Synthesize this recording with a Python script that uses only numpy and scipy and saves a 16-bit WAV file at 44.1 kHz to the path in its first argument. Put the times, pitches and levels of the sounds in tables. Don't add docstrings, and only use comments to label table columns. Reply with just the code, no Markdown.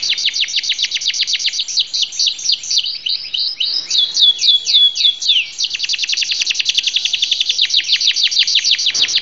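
import sys
import numpy as np
from scipy import signal
from scipy.fft import rfft, irfft, next_fast_len
from scipy.io import wavfile
from scipy.ndimage import uniform_filter1d, minimum_filter1d

SR = 44100
rng = np.random.default_rng(int(sys.argv[2]) if len(sys.argv) > 2 else 0)


def unload_audio(sound):
    columns = np.transpose(np.atleast_2d(sound))
    steps = np.round(np.clip(columns, -1, 1) * 32767)
    wavfile.write(sys.argv[1], SR, steps.astype(np.int16))


def to_linear_factor(level_db):
    exponent = np.asarray(level_db, float) / 20
    return 10 ** exponent


N = 406161
LEAD = SR // 4
BEAK_HZ = 5000

# frequency in Hz, density in dB per Hz.
WASH_COLOUR = [(71, -33.5), (120, -7.5), (204, -15), (289, -8.5), (515, -12.5), (1160, -15.5), (1900, -12),
               (2470, -14), (3600, -9.5), (5300, -33), (8000, -38.5)]
# centre in seconds, width in
# seconds, flatness of the top, lift of the wash in dB, lift of the rumble in dB.
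GUSTS = [
    (-.05, 0.3, 1.13, 7, -1.5),
    (2.951, 0.44, 0.35, -1.5, 5),
    (4.02, 0.37, 5.6, 7, -12.5),
    (6.08, 0.11, 2.6, -0.5, -2),
    (6.416, 0.019, 0.39, 12.5, 5.5),
    (9, 0.076, 0.83, 8.5, 12),
    (9.08, 0.2, 1.7, 8.5, -1),
]
# start in seconds, length in seconds, from Hz, to Hz, level in dB.
HOOTS = [
    (4.47, 0.039, 459, 482, -48.5),
    (4.6, 0.091, 478, 455, -49.5),
    (4.66, 0.08, 699, 711, -50.5),
    (4.73, 0.056, 1058, 1044, -47.5),
    (4.79, 0.14, 1722, 1610, -45),
    (6.7, 0.44, 1650, 1420, -52.5),
    (6.98, 0.24, 764, 656, -54),
    (7.3, 0.061, 514, 533, -50),
    (7.5, 0.065, 473, 523, -46.5),
    (7.76, 0.09, 314, 315, -49),
]
# start in seconds, length in seconds, level in dB.
FAR_UPSWEEPS = [(1.678, 0.051, -38.5), (1.839, 0.035, -42), (1.952, 0.047, -42), (2.084, 0.045, -44),
                (2.159, 0.047, -39), (2.336, 0.041, -40), (2.433, 0.025, -38), (2.579, 0.1, -42),
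                (2.703, 0.022, -34), (2.946, 0.024, -35), (3.036, 0.021, -36.5), (3.14, 0.044, -38.5),
                (3.233, 0.056, -35.5), (3.561, 0.075, -38), (3.856, 0.11, -36)]
# start in seconds, length in seconds, level in dB.
FAR_DOWNSWEEPS = [
    (-.05, 0.087, -38.5),
    (4.35, 0.082, -32.5),
    (4.63, 0.091, -32),
    (4.936, .1, -30.5),
    (5.251, 0.11, -29.5),
    (7.839, 0.062, -29.5),
    (8.015, 0.056, -32),
    (8.616, 0.015, -25),
]
# start in seconds, length in
# seconds, from Hz, to Hz, level in dB.
FAR_HELD = [(0.13, 0.052, 3720, 3590, -23.5), (0.297, 0.033, 3610, 3590, -26.5),
            (0.45, 0.041, 3670, 3700, -25), (0.596, 0.065, 3605, 3650, -31.5),
            (0.74, 0.045, 6690, 5730, -27.5), (0.861, 0.033, 6890, 6100, -28.5),
            (4.416, 0.041, 2430, 2403, -39.5), (4.72, 0.07, 2163, 2200, -44),
            (5.03, 0.05, 2140, 2118, -41.5), (5.348, 0.038, 2147, 2170, -43.5),
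            (2.12, 0.19, 3690, 3570, -37.5), (2.327, .11, 3490, 3670, -33.5),
            (3.307, 0.027, 3500, 4095, -30.5), (3.727, 0.11, 3825, 3860, -33.5),
            (3.739, 0.092, 5130, 5280, -13), (3.995, 0.13, 3720, 4230, -24.5),
            (2.264, 0.016, 4405, 3710, -38), (3.24, 0.036, 5180, 5100, -13), (4.574, 0.14, 7270, 6310, -30),
            (5.096, 0.4, 3380, 3184, -48.5), (5.46, 0.084, 5660, 5460, -28.5),
            (5.397, 0.091, 6840, 6620, -43.5), (5.463, 0.068, 5010, 4080, -31.5)]

# seconds from its anchor, pitch in Hz, level in dB.
ROLL = [(-.095, 7180, -28.5), (-.085, 6522, -3.5), (-.035, 4450, -5), (-.016, 3670, 0), (0, 3080, 0),
        (.012, 2650, -8), (.017, 2220, -0.5), (.0198, 2200, -2.5), (.025, 993, -32)]
# seconds from its anchor, pitch in Hz, level in dB.
LOW_ROLL = [(-.088, 6636, -10.5), (-.08, 6030, -11), (-.035, 4440, -4.5), (-.016, 3690, -1), (0, 3114, 0.3),
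            (.012, 2520, -12), (.017, 2350, -11), (.0198, 2253, -2.5), (.025, 890, -35.5)]
# seconds from its anchor, pitch in Hz, level in dB.
SLIDE = [(-.21, 7384, -43), (-.13, 6964, -1.5), (-.085, 5976, 6.5), (-.05, 5030, -1.5), (-.03, 4400, 6),
         (-.014, 3680, 5), (0, 3000, 6), (.007, 2757, -4), (.012, 2610, -21.5)]
# seconds from its anchor, pitch in Hz, level in dB.
RISE = [(-.016, 1990, -40.5), (-.006, 2766, -1.5), (.004, 3125, 10.5), (.016, 3608, -26.5), (.03, 3710, 4),
        (.08, 4630, 3), (.12, 4900, -9), (.17, 5105, 6.5), (.22, 5330, -29.5)]
# seconds from its anchor, pitch in Hz, level in dB.
HOLD = [(-.11, 7113, -28.5), (-.085, 6500, -6.5), (-.055, 4650, -11), (-.02, 3857, -7), (0, 3528, -4.5),
        (.02, 3424, -7), (.068, 3360, -5.5), (.078, 3300, -13.5), (.09, 3490, -35.5)]
# seconds from its anchor, pitch in Hz, level in dB.
FALL = [(-.105, 7530, -37), (-.075, 6460, -1.5), (-.055, 4483, -17), (-.008, 3606, -5), (0.024, 3377, -6.5),
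        (.06, 3050, -7), (.1, 2680, -15), (.14, 2300, -25), (.2, 2270, -27)]
# seconds from its anchor, pitch in Hz, level in dB.
TRILL = [(-.055, 6684, -5.5), (-.045, 5800, -7.5), (-.03, 4700, -3), (-.013, 3717, -9), (-.006, 3395, -1),
         (0, 2914, -5), (.004, 2600, -1.5), (.008, 1796, -17.5), (.012, 1040, -31.5)]
# seconds from its anchor, pitch in Hz, level in dB.
CHIP = [(-.06, 6260, -12.5), (-.05, 6000, -21.5), (-.035, 4660, -18), (-.014, 3670, -10), (-.006, 3386, -1),
        (0, 2971, -6.5), (.004, 2580, -11.5), (.007, 2080, -21), (.011, 1380, -54)]

# anchor in seconds, effort in dB, stretch before the anchor, stretch after it,
# extra dB on the high part. The phrases below share these columns.
FIRST_ROLLS = [(-0.04, -8.5, 0.58, 0.56, 0.5), (0.115, -10, 1.03, 0.94, 2), (0.272, -9.5, 1, 0.82, 0.6),
               (0.422, -10, 0.97, 1, 0.7), (0.576, -10.5, 0.73, 0.71, 1.5), (0.711, -10, 0.87, 0.59, -1.2),
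               (0.838, -9.5, 0.66, 0.52, 0.5), (0.956, -11.5, 0.51, 0.77, -0.5),
               (1.093, -10.5, 0.83, 0.59, 0.5), (1.221, -11, 0.75, 0.52, 3.5),
               (1.345, -10, 0.63, 0.56, 2.3), (1.473, -10.5, 0.76, 0.65, 1.2)]
# anchor in seconds, effort in dB, stretch before, stretch after, extra high dB.
SLIDES = [
    (1.606, -16.5, 0.71, 0.12, -2.5),
    (1.811, -14, 0.9, 0.28, -0.7),
    (2.033, -14, 0.85, 0.65, -1.9),
    (2.28, -13.5, 0.9, 0.5, 0.6),
    (2.537, -14.5, 1.01, 0.42, -1.4),
    (2.795, -14, 1.03, 0.29, -2),
    (5.647, -14.5, 0.55, 0.5, -2.5),
]
# anchor in seconds, effort in dB, stretch before, stretch after, extra high dB.
RISES = [
    (2.844, -21.5, 1, 0.77, 1),
    (3.067, -17.5, 0.86, 0.91, -2.1),
    (3.346, -17, 0.65, .93, -0.8),
    (3.611, -16.5, 1, .89, -3),
]
# anchor in seconds, effort in dB, stretch before, stretch after, extra high dB.
HOLDS = [
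    (3.993, -3.5, 0.98, 0.71, 0.5),
    (4.236, 0.5, .94, 1.03, -2),
    (4.494, -1, 0.97, 1.01, 0.3),
    (4.76, -0.5, 1.1, 1.68, -1.5),
    (5.055, -0.5, 1.05, 0.64, -4),
]
# anchor in seconds, effort in dB, stretch before, stretch after, extra high dB.
LAST_HOLD = [
    (5.303, -2, 1.04, 1, -1),
]
# anchor in seconds, effort in dB, stretch before, stretch after, extra high dB.
TRILLS = [
    (5.747, -12, 0.81, 1.3, -2.2),
    (5.842, -10.5, 0.95, 1, -1.5),
    (5.941, -8.5, 0.95, 0.78, 0.5),
    (6.036, -9.5, 0.93, 1.1, -1.5),
    (6.133, -7.5, 0.83, 0.84, -1.7),
    (6.225, -8, 0.97, 1, -0.1),
    (6.32, -8, 0.95, 0.62, -2.5),
    (6.416, -10, 1.29, 0.87, -0.5),
    (6.507, -7, 0.8, 0.97, -2.4),
    (6.603, -5.5, 0.44, 0.49, -2.3),
]
# anchor in seconds, effort in dB, stretch before, stretch after, extra high dB.
CHIPS = [
    (6.696, -1, 0.51, 0.75, 6.5),
    (6.787, -1, 0.69, 0.83, 1.5),
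    (6.879, -3, 0.73, 0.97, 3.3),
    (6.969, -0.5, 0.65, 0.5, -2),
    (7.057, -2, 0.53, 0.77, 1),
    (7.144, -2.5, 0.63, 0.91, 3.2),
    (7.237, -2, 0.93, 0.41, -6.5),
    (7.327, -1.5, 0.82, 0.37, 2.8),
    (7.414, -1, 0.65, 0.34, 2),
    (7.505, -2, 0.8, 0.44, 1),
]
# anchor in seconds, effort in dB, stretch before, stretch after, extra high dB.
LAST_ROLLS = [(7.633, -7, 1.02, 0.98, -1.3), (7.785, -6.5, 1.03, 0.96, 0.6), (7.94, -6.5, 0.85, 1.04, -0.7),
              (8.094, -6.5, 1.15, 0.91, -0.1), (8.254, -7, 1.11, 1.0, 0.7), (8.409, -5.5, 1.1, 1.0, -1.1),
              (8.571, -6, 1.14, 0.98, -1.3), (8.728, -6, 1.03, 1, 0.3), (8.883, -8, 1.1, 1.01, -2.7),
              (9.035, -6, 0.95, 0.77, -2.4), (9.171, -7.5, 0.86, 0.55, -2.5)]
# time in seconds, extra dB on the highest notes.
BEAK = [(0, -6), (.6, 0), (1, 0.5), (1.5, 1.5), (2, -3.5), (2.5, 0.2), (3.1, 4), (3.6, 19), (4, 0.5),
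        (4.6, -3.5), (5.3, -3.5), (5.65, 1), (6.3, 4.5), (7, 9), (7.6, 3.5), (8, 1), (8.4, 4.5),
        (9.2, 12.5)]

# delay in seconds, share of the direct sound.
WALLS = [(.0031, -0.16), (.0072, -0.26)]
# frequency in Hz, early decay time in seconds, level in dB.
ROOM = [(1500, .12, -2.5), (2200, 0.14, 0), (2880, 0.16, 4), (3500, 0.11, 1.1), (4500, 0.18, -4),
        (4950, 0.13, -4), (5360, 0.081, -2.5), (7000, .09, -8.5)]

# time in seconds, overshoot in dB.
OVERLOADS = [
    (2.4946, 0.5),
    (2.7782, 1.1),
    (4.2373, 1),
    (4.4938, 0.65),
    (6.4189, 1),
    (6.6053, 0.16),
    (6.7874, 1.9),
    (7.3244, -0.5),
    (7.6195, 0.36),
    (7.9373, 0.5),
]
BAND_EDGES_HZ = [3750, 4000, 4250, 4500, 4875, 5250, 5625, 6000, 6500, 7000, 7500]
BAND_DB = [-0.5, 1.5, 1, 0.43, -6.5, -6.5, -3, -9.5, -15.5, -5.5]
EARLY_TILES = [0.026, 0.086, 0.134, 0.178, 0.238, 0.354, 0.39, 0.482, 0.534, 0.594, 0.634, 0.686, 0.734,
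               0.786, 0.862, 0.914, 0.966, 1.01, 1.058, 1.098, 1.138, 1.274, 1.326, 1.394, 1.49, 1.53,
               1.582, 1.682, 1.77, 1.79, 1.87, 2.122, 2.194, 2.262, 2.326, 2.386, 2.49, 2.634, 2.706, 2.858,
               2.91, 2.97, 3.03, 3.158, 3.234, 3.286, 3.334, 3.478, 3.542, 3.618, 3.654, 3.734, 3.798,
               3.862, 3.906, 3.942, 3.994]
LATE_TILES = [4.114, 4.166, 4.198, 4.29, 4.414, 4.43, 4.462, 4.51, 4.554, 4.65, 4.682, 4.718, 4.766, 4.886,
              4.97, 5.002, 5.038, 5.07, 5.142, 5.282, 5.318, 5.398, 5.458, 5.602, 5.702, 5.794, 5.89, 5.926,
              6.17, 6.242, 6.342, 6.958, 6.986, 7.062, 7.126, 7.186, 7.306, 7.522, 7.606, 7.758, 7.838,
              8.006, 8.062, 8.162, 8.214, 8.27, 8.314, 8.474, 8.542, 8.658, 8.694, 8.786, 8.854, 8.902,
              8.946, 8.998, 9.038]
EARLY_WIDE = [0.002, 0.286, 0.302, 0.338, 0.426, 1.19, 1.234, 1.366, 1.442, 1.63, 1.822, 1.938, 2.03, 2.078,
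              2.45, 2.51, 2.542, 2.586, 2.762, 2.782, 2.81, 3.09, 3.378, 3.602, 3.89, 4.146, 4.246, 4.358,
              4.386, 4.666, 4.81, 4.954, 5.202, 5.218, 5.254, 5.522, 5.586, 5.638, 5.67]
LATE_WIDE = [5.75, 5.85, 5.954, 5.986, 6.042, 6.074, 6.09, 6.126, 6.214, 6.29, 6.43, 6.45, 6.466, 6.506,
             6.546, 6.59, 6.606, 6.654, 6.706, 6.746, 6.794, 6.834, 6.894, 6.938, 7.422, 7.458, 7.586,
             7.654, 7.698, 7.738, 7.79, 7.886, 7.958, 8.114, 8.134, 8.362, 8.43, 8.59, 8.642, 8.742, 9.082,
             9.134, 9.186]


def evened(x):
    return x / np.sqrt(np.mean(x ** 2) + 1e-20)


def gusts():
    t = np.arange(0, N, 64) / SR
    lift = 0
    for s, width, flatness, *db in GUSTS:
        swell = np.exp(-abs((t - s) / width) ** (2 * flatness))
        lift = lift + np.outer(db, swell)
    return np.repeat(lift, 64, axis=1)[:, :N]


def rumble():
    band = signal.butter(2, [45, 160], "band", fs=SR, output="sos")
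    lumps = evened(uniform_filter1d(rng.standard_normal(N), size=3000))
    air = evened(signal.sosfilt(band, rng.standard_normal(N)) * to_linear_factor(4 * lumps))
    return to_linear_factor(-62 + gusts()[1]) * air


def street():
    hz, db = np.transpose(WASH_COLOUR)
    log_hz = np.log(np.fft.rfftfreq(N, 1 / SR) + 1)
    colour = to_linear_factor(np.interp(log_hz, np.log(hz), db))
    wash = evened(irfft(rfft(rng.standard_normal(N)) * colour, N))
    return to_linear_factor(-49 + gusts()[0]) * wash


def hum():
    t = np.arange(N) / SR
    waver = 1 + 0.26 * evened(uniform_filter1d(rng.standard_normal(N), size=4000))
    return to_linear_factor(-65) * waver * np.sin(2 * np.pi * 787 * t)


def add(mix, s, sound):
    part = mix[round(s * SR) + LEAD:][:len(sound)]
    part += sound[:len(part)]


def whistle(s, hz, db):
    t = np.arange(s[0], s[-1], 1 / SR)
    slow_noise = uniform_filter1d(uniform_filter1d(rng.standard_normal(9000), size=100), size=100)
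    shake = np.resize(evened(slow_noise), len(t))
    pitch = uniform_filter1d(np.interp(t, s, hz), size=50) * (1 + shake / 300)
    phase = 2 * np.pi * np.cumsum(pitch) / SR
    overtone = to_linear_factor(-17 - 12 * np.clip(pitch / 500 - 6, 0, 3))
    fade = signal.windows.tukey(len(t), .02)
    return to_linear_factor(np.interp(t, s, db)) * fade * (np.sin(phase) + overtone * np.sin(2 * phase))


def glides(rows):
    out = np.zeros(N + LEAD)
    for s, length, start_hz, end_hz, db in rows:
        times = s + length * np.array([0, .3, .7, 1])
        pitch = np.geomspace(start_hz, end_hz, num=4)
        add(out, s, whistle(times, pitch, db + np.array([-9.0, 0, -1.5, -9.0])))
    return out


def distant_hoots():
    return glides(HOOTS)


def far_bird():
    ups = [(s, length, 1990, 3730, db) for s, length, db in FAR_UPSWEEPS]
    downs = [(s, length, 3380, 2196, db) for s, length, db in FAR_DOWNSWEEPS]
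    return glides(ups + downs + FAR_HELD)


def canary():
    out = np.zeros(N + LEAD)
    phrases = [(ROLL, FIRST_ROLLS), (LOW_ROLL, LAST_ROLLS), (SLIDE, SLIDES), (RISE, RISES),
               (HOLD, HOLDS), (FALL, LAST_HOLD), (TRILL, TRILLS), (CHIP, CHIPS)]
    for shape, rows in phrases:
        s, hz, db = np.transpose(shape)
        for at, effort_db, before, after, high_db in rows:
            times = at + s * np.where(s < 0, before, after)
            beak_db = np.interp(at, *np.transpose(BEAK)) * (hz > BEAK_HZ)
            level = db + effort_db + beak_db + high_db * (hz > BAND_EDGES_HZ[0] + 100)
            add(out, times[0], whistle(times, hz, level))
    return out


def wall_bounces(x):
    n = np.arange(N + LEAD)
    nearest = (.00108, .7)
    return sum(share * np.interp(n - s * SR, n, x) for s, share in [nearest] + WALLS)


def room(x):
    hz, t, z = signal.stft(rng.standard_normal(SR * 3 // 4), SR, nperseg=256)
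    at_hz, t60, db = np.transpose(ROOM)
    early = to_linear_factor(-60 * t / np.interp(hz, at_hz, t60)[:, None])
    late = to_linear_factor(-2.5 - 60 * t / 0.65) * (hz < 5000)[:, None]
    colour = to_linear_factor(np.interp(hz, at_hz, db))[:, None]
    tail = signal.istft(z * (early + late) * colour, SR, nperseg=256)[1]
    return signal.fftconvolve(x, tail / 70)[:len(x)]


def scene():
    bird, far, hoots = canary(), far_bird(), distant_hoots()
    reverb = room(to_linear_factor(-8) * bird + to_linear_factor(6) * far)
    voices = bird + wall_bounces(bird) + far + hoots + reverb
    return (voices[LEAD:] + street() + hum() + rumble())[None]


def tiles():
    starts = np.sort(EARLY_TILES + LATE_TILES + EARLY_WIDE + LATE_WIDE)
    return starts, np.isin(starts, EARLY_WIDE + LATE_WIDE)


def starve(x):
    hz, t, z = signal.stft(x, SR, nperseg=512, noverlap=384)
    power = uniform_filter1d(abs(z) ** 2, size=30, axis=1)
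    quiet = power < to_linear_factor(2 * -31) * power[8:].max(0)
    weak = quiet & ((hz > 900) & (hz < 2300))[:, None]
    patches = np.kron(rng.random((len(t) // 12 + 1, 86)), np.ones((12, 3)))
    luck = patches[:len(t), :len(hz)].T
    holes = weak & (luck < .2)
    return signal.istft(z * to_linear_factor(-22 * holes), SR, nperseg=512, noverlap=384)[1][:N]


def rebuild_top(x):
    spread, blur = 0.1, 0.16
    flatten, noise_share = 0.028, 0.36
    size = next_fast_len(N)
    high_pass = signal.butter(16, BAND_EDGES_HZ[0], "high", fs=SR, output="sos")
    low = x - signal.sosfiltfilt(high_pass, x)
    shift = np.exp(2j * np.pi * 3250 * np.arange(N) / SR)
    moved = 2 * (signal.hilbert(low, size)[:N] * shift).real
    spectra = rfft(np.array([x, moved, rng.standard_normal(N)]), size)
    hz = np.fft.rfftfreq(size, 1 / SR)
    bands = [irfft(spectra * ((hz >= lo) & (hz < hi)), size)[:, :N]
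             for lo, hi in zip(BAND_EDGES_HZ, BAND_EDGES_HZ[1:])]

    starts, wide = tiles()
    first = np.r_[0, np.round(starts[1:] * SR).astype(int)]
    want = np.array([np.add.reduceat(b[0] ** 2, first) for b in bands])
    widths = np.diff(BAND_EDGES_HZ)[:4, None]
    joined = np.where(wide, 1, spread)
    want[:4] += joined * (want[:4].sum(0) * widths / widths.sum() - want[:4])
    want[5:9] += blur * (uniform_filter1d(want[5:9], size=3, axis=0) - want[5:9])

    top = 0
    for (_, copy, noise), energy, db in zip(bands, want, BAND_DB):
        envelope = abs(uniform_filter1d(copy ** 2, size=200)) + 1e-12
        copy = copy / envelope ** (flatten / 2)
        have = np.add.reduceat(np.array([copy, noise]) ** 2, first, axis=1) + 1e-18
        lift = np.minimum(np.sqrt((1 - noise_share) * energy / have[0]), to_linear_factor(-4))
        fill = np.sqrt((energy - lift ** 2 * have[0]) / have[1])
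        gains = np.repeat(np.array([lift, fill]), np.diff(np.r_[first, N]), axis=1)
        gains = uniform_filter1d(gains, size=140)
        top = top + to_linear_factor(db) * (gains[0] * copy + gains[1] * noise)
    return starve(low) + top


def limiter(x):
    held = minimum_filter1d(np.minimum(1, .93 / (abs(x) + 1e-9)), size=131)
    return x * uniform_filter1d(held, size=65)


def overloads(x):
    gain = np.ones(N)
    for s, db in OVERLOADS:
        near = round(s * SR) - 60
        at = near + abs(x[near:near + 120]).argmax()
        gain[at - 60:at + 61] += (to_linear_factor(db) / abs(x[at]) - 1) * np.hanning(121)
    return gain


def band_limit(x):
    return signal.sosfilt(signal.butter(12, 7770, fs=SR, output="sos"), x)


def record(dry):
    limited = limiter(rebuild_top(dry[0]))
    mix = limited * overloads(limited) + .0052
    return band_limit(mix[None])


dry = scene()
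out = record(dry)
unload_audio(out)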